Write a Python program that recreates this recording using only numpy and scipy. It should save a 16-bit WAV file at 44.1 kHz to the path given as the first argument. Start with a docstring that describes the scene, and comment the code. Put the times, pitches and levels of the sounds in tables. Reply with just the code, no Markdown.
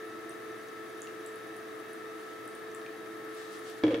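"""Ultrasonic diffuser and its lid

A small diffuser runs uncovered in a quiet room. Its fan hums and blows air through the housing;
the fountain fizzes and droplets tick back into the tank. A sleeve rustles as the plastic lid is
brought over. The lid knocks onto the rim, rings with the tank, and rattles and rubs into place."""
import sys
import numpy as np
from scipy import signal
from scipy.fft import rfft, irfft
from scipy.io import wavfile

SR = 44100
rng = np.random.default_rng(int(sys.argv[2]) if len(sys.argv) > 2 else 0)


def dump(signal):
    """Clip the signal to [-1, 1] and save it as 16-bit WAV at the path in sys.argv[1]."""
    limited = np.clip(np.atleast_2d(signal).T, -1, 1)
    pcm = np.round(limited * 32767).astype(np.int16)
    wavfile.write(sys.argv[1], SR, pcm)


N = 176400
TIME_S = np.arange(N) / SR

# Lid-on-rim contact noise spectrum: f/Hz, relative level/dB
CONTACT_SPECTRUM = [(60, -42), (250, -1), (800, 11), (3500, 4.5), (5000, -7), (7500, -13.5), (10000, -26),
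                    (16000, -31)]


def from_db(db):
    """Decibels to gain."""
    return 10 ** (np.asarray(db) / 20)


def unit_rms(x):
    """Scale to rms 1."""
    return x / np.sqrt(np.mean(x ** 2) + 1e-20)


def pan(db):
    """Constant-power gains from a left-right level difference."""
    return unit_rms(from_db([[db / 2], [-db / 2]]))


def at_hz(points, hz):
    """Interpolate a table over log frequency."""
    f, value = np.transpose(points)
    return np.interp(np.log(hz + 1e-9), np.log(f), value)


def gain_curve(points):
    """Gain over time from rows of t/s, level/dB."""
    return from_db(np.interp(TIME_S, *np.transpose(points)))


def drift(rate_hz):
    """Low-passed random wander, rms about 1."""
    hop, warmup = 40, 2000
    r = np.exp(-2 * np.pi * rate_hz * hop / SR)
    slow = signal.lfilter([1], [1, -2 * r, r * r], rng.standard_normal(N // hop + warmup + 2))[warmup:]
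    return np.interp(np.arange(N) / hop, np.arange(len(slow)), unit_rms(slow))


def stereo(mid, side, correlation):
    """Two channels of given correlation from independent signals."""
    return np.sqrt(1 + correlation) * mid + np.sqrt(1 - correlation) * side * np.array([[1], [-1]])


def noise(spectrum):
    """Coloured stereo noise, rms 1."""
    # Left-right likeness: f/Hz, correlation
    correlation = [(60, 1), (150, 0.39), (330, 0.44), (600, 0.12), (1200, 0.11), (1900, 0.41), (3500, 0.31),
                   (7000, 0.34), (14000, 0.69)]
    hz = np.fft.rfftfreq(N, 1 / SR)
    mid, side = rfft(rng.standard_normal((2, N)))
    white = stereo(mid, side, at_hz(correlation, hz))
    return unit_rms(irfft(white * from_db(at_hz(spectrum, hz)), N))


def lowpass(x, hz):
    """Third-order low-pass."""
    return signal.sosfilt(signal.butter(3, hz, fs=SR, output="sos"), x)


def resonate(x, hz, width_hz):
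    """Two-pole band-pass, peak gain 1."""
    r, w = np.exp(-np.pi * width_hz / SR), 2 * np.pi * hz / SR
    return signal.lfilter(np.array([1, 0, -1]) * (1 - r * r) / 2, [1, -2 * r * np.cos(w), r * r], x)


def ring(clicks, hz, t60_s):
    """Each click starts a decaying sine of its own height."""
    r, w = np.exp(-np.log(1000) / (t60_s * SR)), 2 * np.pi * hz / SR
    return signal.lfilter([0, np.sin(w)], [1, -2 * r * np.cos(w), r * r], clicks + 1e-18)


def clicks_at(t_s, db):
    """Impulses at given times and levels."""
    out = np.zeros(N)
    out[(np.asarray(t_s) * SR).astype(int)] = from_db(db)
    return out


def decay(clicks, tau_s):
    """Each click starts an exponential envelope."""
    return signal.lfilter([1], [1, -np.exp(-1 / (tau_s * SR))], clicks + 1e-18)


def room(x, t60_s=0.27, gap_s=0.0048):
    """Diffuse reflections of a small furnished room, different at each ear."""
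    t = TIME_S[:SR // 2]
    tail = rng.standard_normal((2, len(t))) * np.exp(-np.log(1000) * t / t60_s) * (t > gap_s)
    return signal.fftconvolve(x[None], unit_rms(tail) / np.sqrt(len(t)), axes=1)[:, :N]


def fan(rotor_hz=54.63, wander_hz=0.024, flutter_db=1.5, mains_hz=120, mains_db=-71):
    """Rotor harmonics over a faint mains hum."""
    # Fan tones: rotor multiple (rounded below), level/dB, left-right/dB
    tones = [(4, -69, 5), (8, -48, 0.5), (12, -64, -14), (16, -80, -17), (20, -66, 21), (24, -54.5, -1),
             (31, -82, 15), (32, -80, 37), (33, -62, 42), (36, -69, -6), (44, -81.5, 4), (48, -70.5, -12),
             (66.7, -82, 31), (69.9, -73, -4)]
    # The lid shades the whine: t/s, level/dB
    whine_shade = [(3.5, 0), (3.72, -4.5)]
    whine_above_hz = 1000
    turns = np.cumsum(rotor_hz + wander_hz * drift(1.61)) / SR
    out = from_db(mains_db) * np.sin(2 * np.pi * mains_hz * TIME_S)
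    for multiple, db, pan_db in tones:
        k = round(multiple)
        tone = from_db(db + flutter_db * drift(2.6)) * np.sin(2 * np.pi * (k * turns + rng.random()))
        if k * rotor_hz > whine_above_hz:
            tone *= gain_curve(whine_shade)
        out = out + pan(pan_db) * tone
    return np.sqrt(2) * out


def airflow(rush_db=-50):
    """Broad rush of air and the housing resonances it excites."""
    # Air through the housing: f/Hz, relative level/dB
    rush_spectrum = [(25, -76), (50, -37.5), (85, -15.5), (112, -9), (150, -8), (260, -4.5), (460, 3),
                     (570, -5.5), (730, -3.5), (900, -8), (1500, -11), (2100, -6), (2500, -15.5),
                     (3500, -15), (5000, -26), (16000, -63.5)]
    # Housing resonances: f/Hz, width/Hz, level/dB, left-right/dB, correlation
    housing_modes = [(323.8, 12.4, -53.5, 2, 1), (338.5, 25, -53, -4, 0.77), (665, 51, -60.5, -67, 1),
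                     (1266, 160, -53, 29, 0), (1642, 55, -61, 2, 1), (1766, 104, -55, 2.5, 0.78)]
    out = from_db(rush_db) * noise(rush_spectrum)
    for hz, width_hz, db, pan_db, correlation in housing_modes:
        air = stereo(*rng.standard_normal((2, N)), correlation)
        mode = resonate(resonate(air, hz, width_hz), hz, hz / 2)
        out += from_db(db) * pan(pan_db) * unit_rms(mode)
    return out


def fountain(fizz_db=-61, impacts_per_s=5000, spread_db=3.5, surge_db=2.8):
    """Smooth fizz, and surges of tiny spray impacts ringing in the tank."""
    # Fizz: f/Hz, relative level/dB
    fizz_spectrum = [(1500, -3), (3000, -17), (4500, 6.5), (6000, 3), (9000, 1), (11000, 1.5), (12500, 0.5),
                     (14000, -2), (16000, -2.5)]
    # Tank resonances: f/Hz, width/Hz, level/dB, relative surge depth
    tank_modes = [(2640, 28, -73, 1.1), (3710, 160, -69, 1.7), (6000, 150, -72, 0.96),
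                  (6620, 160, -77, 1.1), (7620, 250, -98, 1), (8440, 230, -77, 1), (10530, 230, -69.5, 2.3)]
    # Spray strength: t/s, level/dB
    vigour = [(0, 0.5), (1.7, 0), (2.6, -2), (3.7, 1.5)]
    # The lid covers the fountain: t/s, level/dB
    lid_shade = [(3.78, -1), (3.92, -4)]
    out = from_db(fizz_db) * noise(fizz_spectrum)
    for hz, width_hz, db, depth in tank_modes:
        impacts = (rng.random((2, N)) < impacts_per_s / SR) * rng.choice([-1, 1], (2, N))
        sizes = from_db(spread_db * rng.exponential(1, (2, N)))
        surge = from_db(depth * surge_db * np.tanh(drift(23)))
        spray = stereo(*(impacts * sizes), correlation=0.46) * surge
        out += from_db(db) * unit_rms(resonate(spray, hz, width_hz)) * gain_curve(vigour)
    return out * gain_curve(lid_shade)


def droplets(echo_s=0.0114, echo_db=-13, bubble_cycles=38, top_hz=11800, room_db=-3):
    """Each drop clicks, splashes and leaves a briefly ringing bubble; a nearby wall echoes it."""
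    # Drops into the tank: t/s, excitation level/dB, bubble f/Hz
    drops = [(.2952, -37.5, 8850), (1.019, -31, 6960), (1.0720, -39.5, 2740), (1.2623, -36.5, 7900),
             (1.2705, -46, 12000), (1.5658, -36.5, 9540), (1.9104, -47, 11600), (1.933, -41, 9500),
             (2.4775, -37.5, 8400), (2.5507, -36, 9060), (2.7477, -37.5, 7700), (2.863, -38.5, 2410),
             (3.249, -39, 11800), (3.5922, -40.5, 10400), (3.6994, -39, 10500)]
    out = np.zeros(N)
    for t_s, db, hz in drops:
        hit = clicks_at([t_s, t_s + echo_s], [db, db + echo_db])
        click = from_db(-2) * ring(hit, 1.15 * hz, t60_s=5 / hz)
        splash = lowpass(decay(hit, tau_s=0.001) * rng.standard_normal(N), hz + 2400)
        bubble = from_db(1) * ring(hit, hz, t60_s=bubble_cycles / hz)
        highpass = signal.butter(8, 0.92 * hz, "high", fs=SR, output="sos")
        out += signal.sosfilt(highpass, click + splash + bubble)
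    out = lowpass(out, top_hz)
    return out + from_db(room_db) * room(out)


def sleeve():
    """Cloth swishes as the arm brings the lid over."""
    # Gaussian strokes: centre t/s, sigma/s, level/dB
    strokes = [(2.28, 0.095, -64), (3.41, 0.062, -55.5), (3.55, 0.035, -55.5), (3.69, 0.038, -53.5),
               (3.785, 0.013, -58.5)]
    # Cloth rustle: f/Hz, relative level/dB
    cloth_spectrum = [(300, -23), (1500, -6), (3500, 5.5), (5500, 0), (8500, -2.5), (11000, -12),
                      (16000, -22)]
    effort = sum(from_db(db) * np.exp(-((TIME_S - t_s) / sigma_s) ** 2 / 2)
                 for t_s, sigma_s, db in strokes)
    return effort * noise(cloth_spectrum)


def rim_slide(jitter_hz=14, scrape_db=-18):
    """Rim rubs on rim: a falling stick-slip tone with a little scrape."""
    # Dull squeak: t/s, f/Hz, level/dB
    squeak = [(3.897, 572.3, -54), (3.911, 533.5, -26), (3.926, 522, -25), (3.938, 464, -50),
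              (3.95, 432, -22.5), (3.966, 434, -47)]
    t_s, hz, db = np.transpose(squeak)
    force = from_db(np.interp(TIME_S, t_s, db)) * (TIME_S > t_s[0]) * (TIME_S < t_s[-1])
    cycles = np.cumsum(np.interp(TIME_S, t_s, hz) + jitter_hz * drift(67.8)) / SR
    return force * (np.sin(2 * np.pi * cycles) + from_db(scrape_db) * noise(CONTACT_SPECTRUM))


def struck_mode(t_s, force_db, hz, t60_s, spread_db=1.0):
    """One mode, hit a little differently each time, radiating in a band around its pitch."""
    hits = clicks_at(t_s, force_db + spread_db * rng.standard_normal(len(t_s)))
    return resonate(ring(hits, hz, t60_s), hz, width_hz=0.45 * hz)


def lid_knocks(chatter_per_s=900, body_room_db=-19, shell_room_db=-6, top_hz=7300):
    """Each contact thumps the hollow body, clacks the thin plastic shell and sets the rim chattering."""
    # Lid meets rim: t/s, thump level/dB, clack level/dB
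    knocks = [(3.8363, -15.5, -22.5), (3.8480, -51, -44), (3.8655, -23.5, -34), (3.879, -21, -32.5),
              (3.906, -28, -36.5), (3.932, -24, -38), (3.943, -22, -27.5), (3.958, -36, -40),
              (3.977, -29.5, -50)]
    # Hollow modes of lid and tank: f/Hz, relative level/dB, t60/s
    body_modes = [(120, -21, 0.35), (262, -42, 0.05), (316.2, 2, 0.16), (325, -35, 0.043),
                  (464.2, -3.5, 0.091), (549, -7, 0.064), (645, -18.5, 0.09)]
    # Plastic shell modes: f/Hz, relative level/dB, t60/s
    shell_modes = [(848, -19.5, 0.12), (1076, -23, .06), (1360, -18, 0.026), (1738, -10, 0.032),
                   (1830, -28, 0.027), (2267, -3.5, 0.024), (2322, -10, 0.014), (2640, -14.5, 0.015),
                   (3286, -4.5, 0.02), (3410, -7.5, 0.013), (3780, -18, 0.022), (4750, -25, 0.012),
                   (5400, -18, 0.0098)]
    t_s, thump_db, clack_db = np.transpose(knocks)
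    body = sum(struck_mode(t_s, thump_db + db, hz, t60_s) for hz, db, t60_s in body_modes)
    shell = sum((-1) ** k * struck_mode(t_s, clack_db + db, hz, t60_s)
                for k, (hz, db, t60_s) in enumerate(shell_modes))
    contacts = clicks_at(t_s, clack_db)
    chatter = unit_rms(decay(rng.random(N) < chatter_per_s / SR, tau_s=0.001))
    crack = from_db(-6) * decay(contacts, tau_s=0.002)
    rattle = from_db(-18) * decay(contacts, tau_s=0.025) * chatter
    contact_noise = (crack + rattle) * noise(CONTACT_SPECTRUM)
    reverb = from_db(body_room_db) * room(body) + from_db(shell_room_db) * room(shell + contact_noise[0])
    return lowpass(body + shell + contact_noise + reverb, top_hz)


def scene():
    """The running diffuser, then the lid."""
    return fan() + airflow() + fountain() + droplets() + sleeve() + rim_slide() + lid_knocks()


def record(dry):
    """Steep treble cut."""
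    cutoff_hz = 15750
    return signal.sosfilt(signal.ellip(12, 0.1, 80, cutoff_hz, fs=SR, output="sos"), dry)


dry = scene()
out = record(dry)
dump(out)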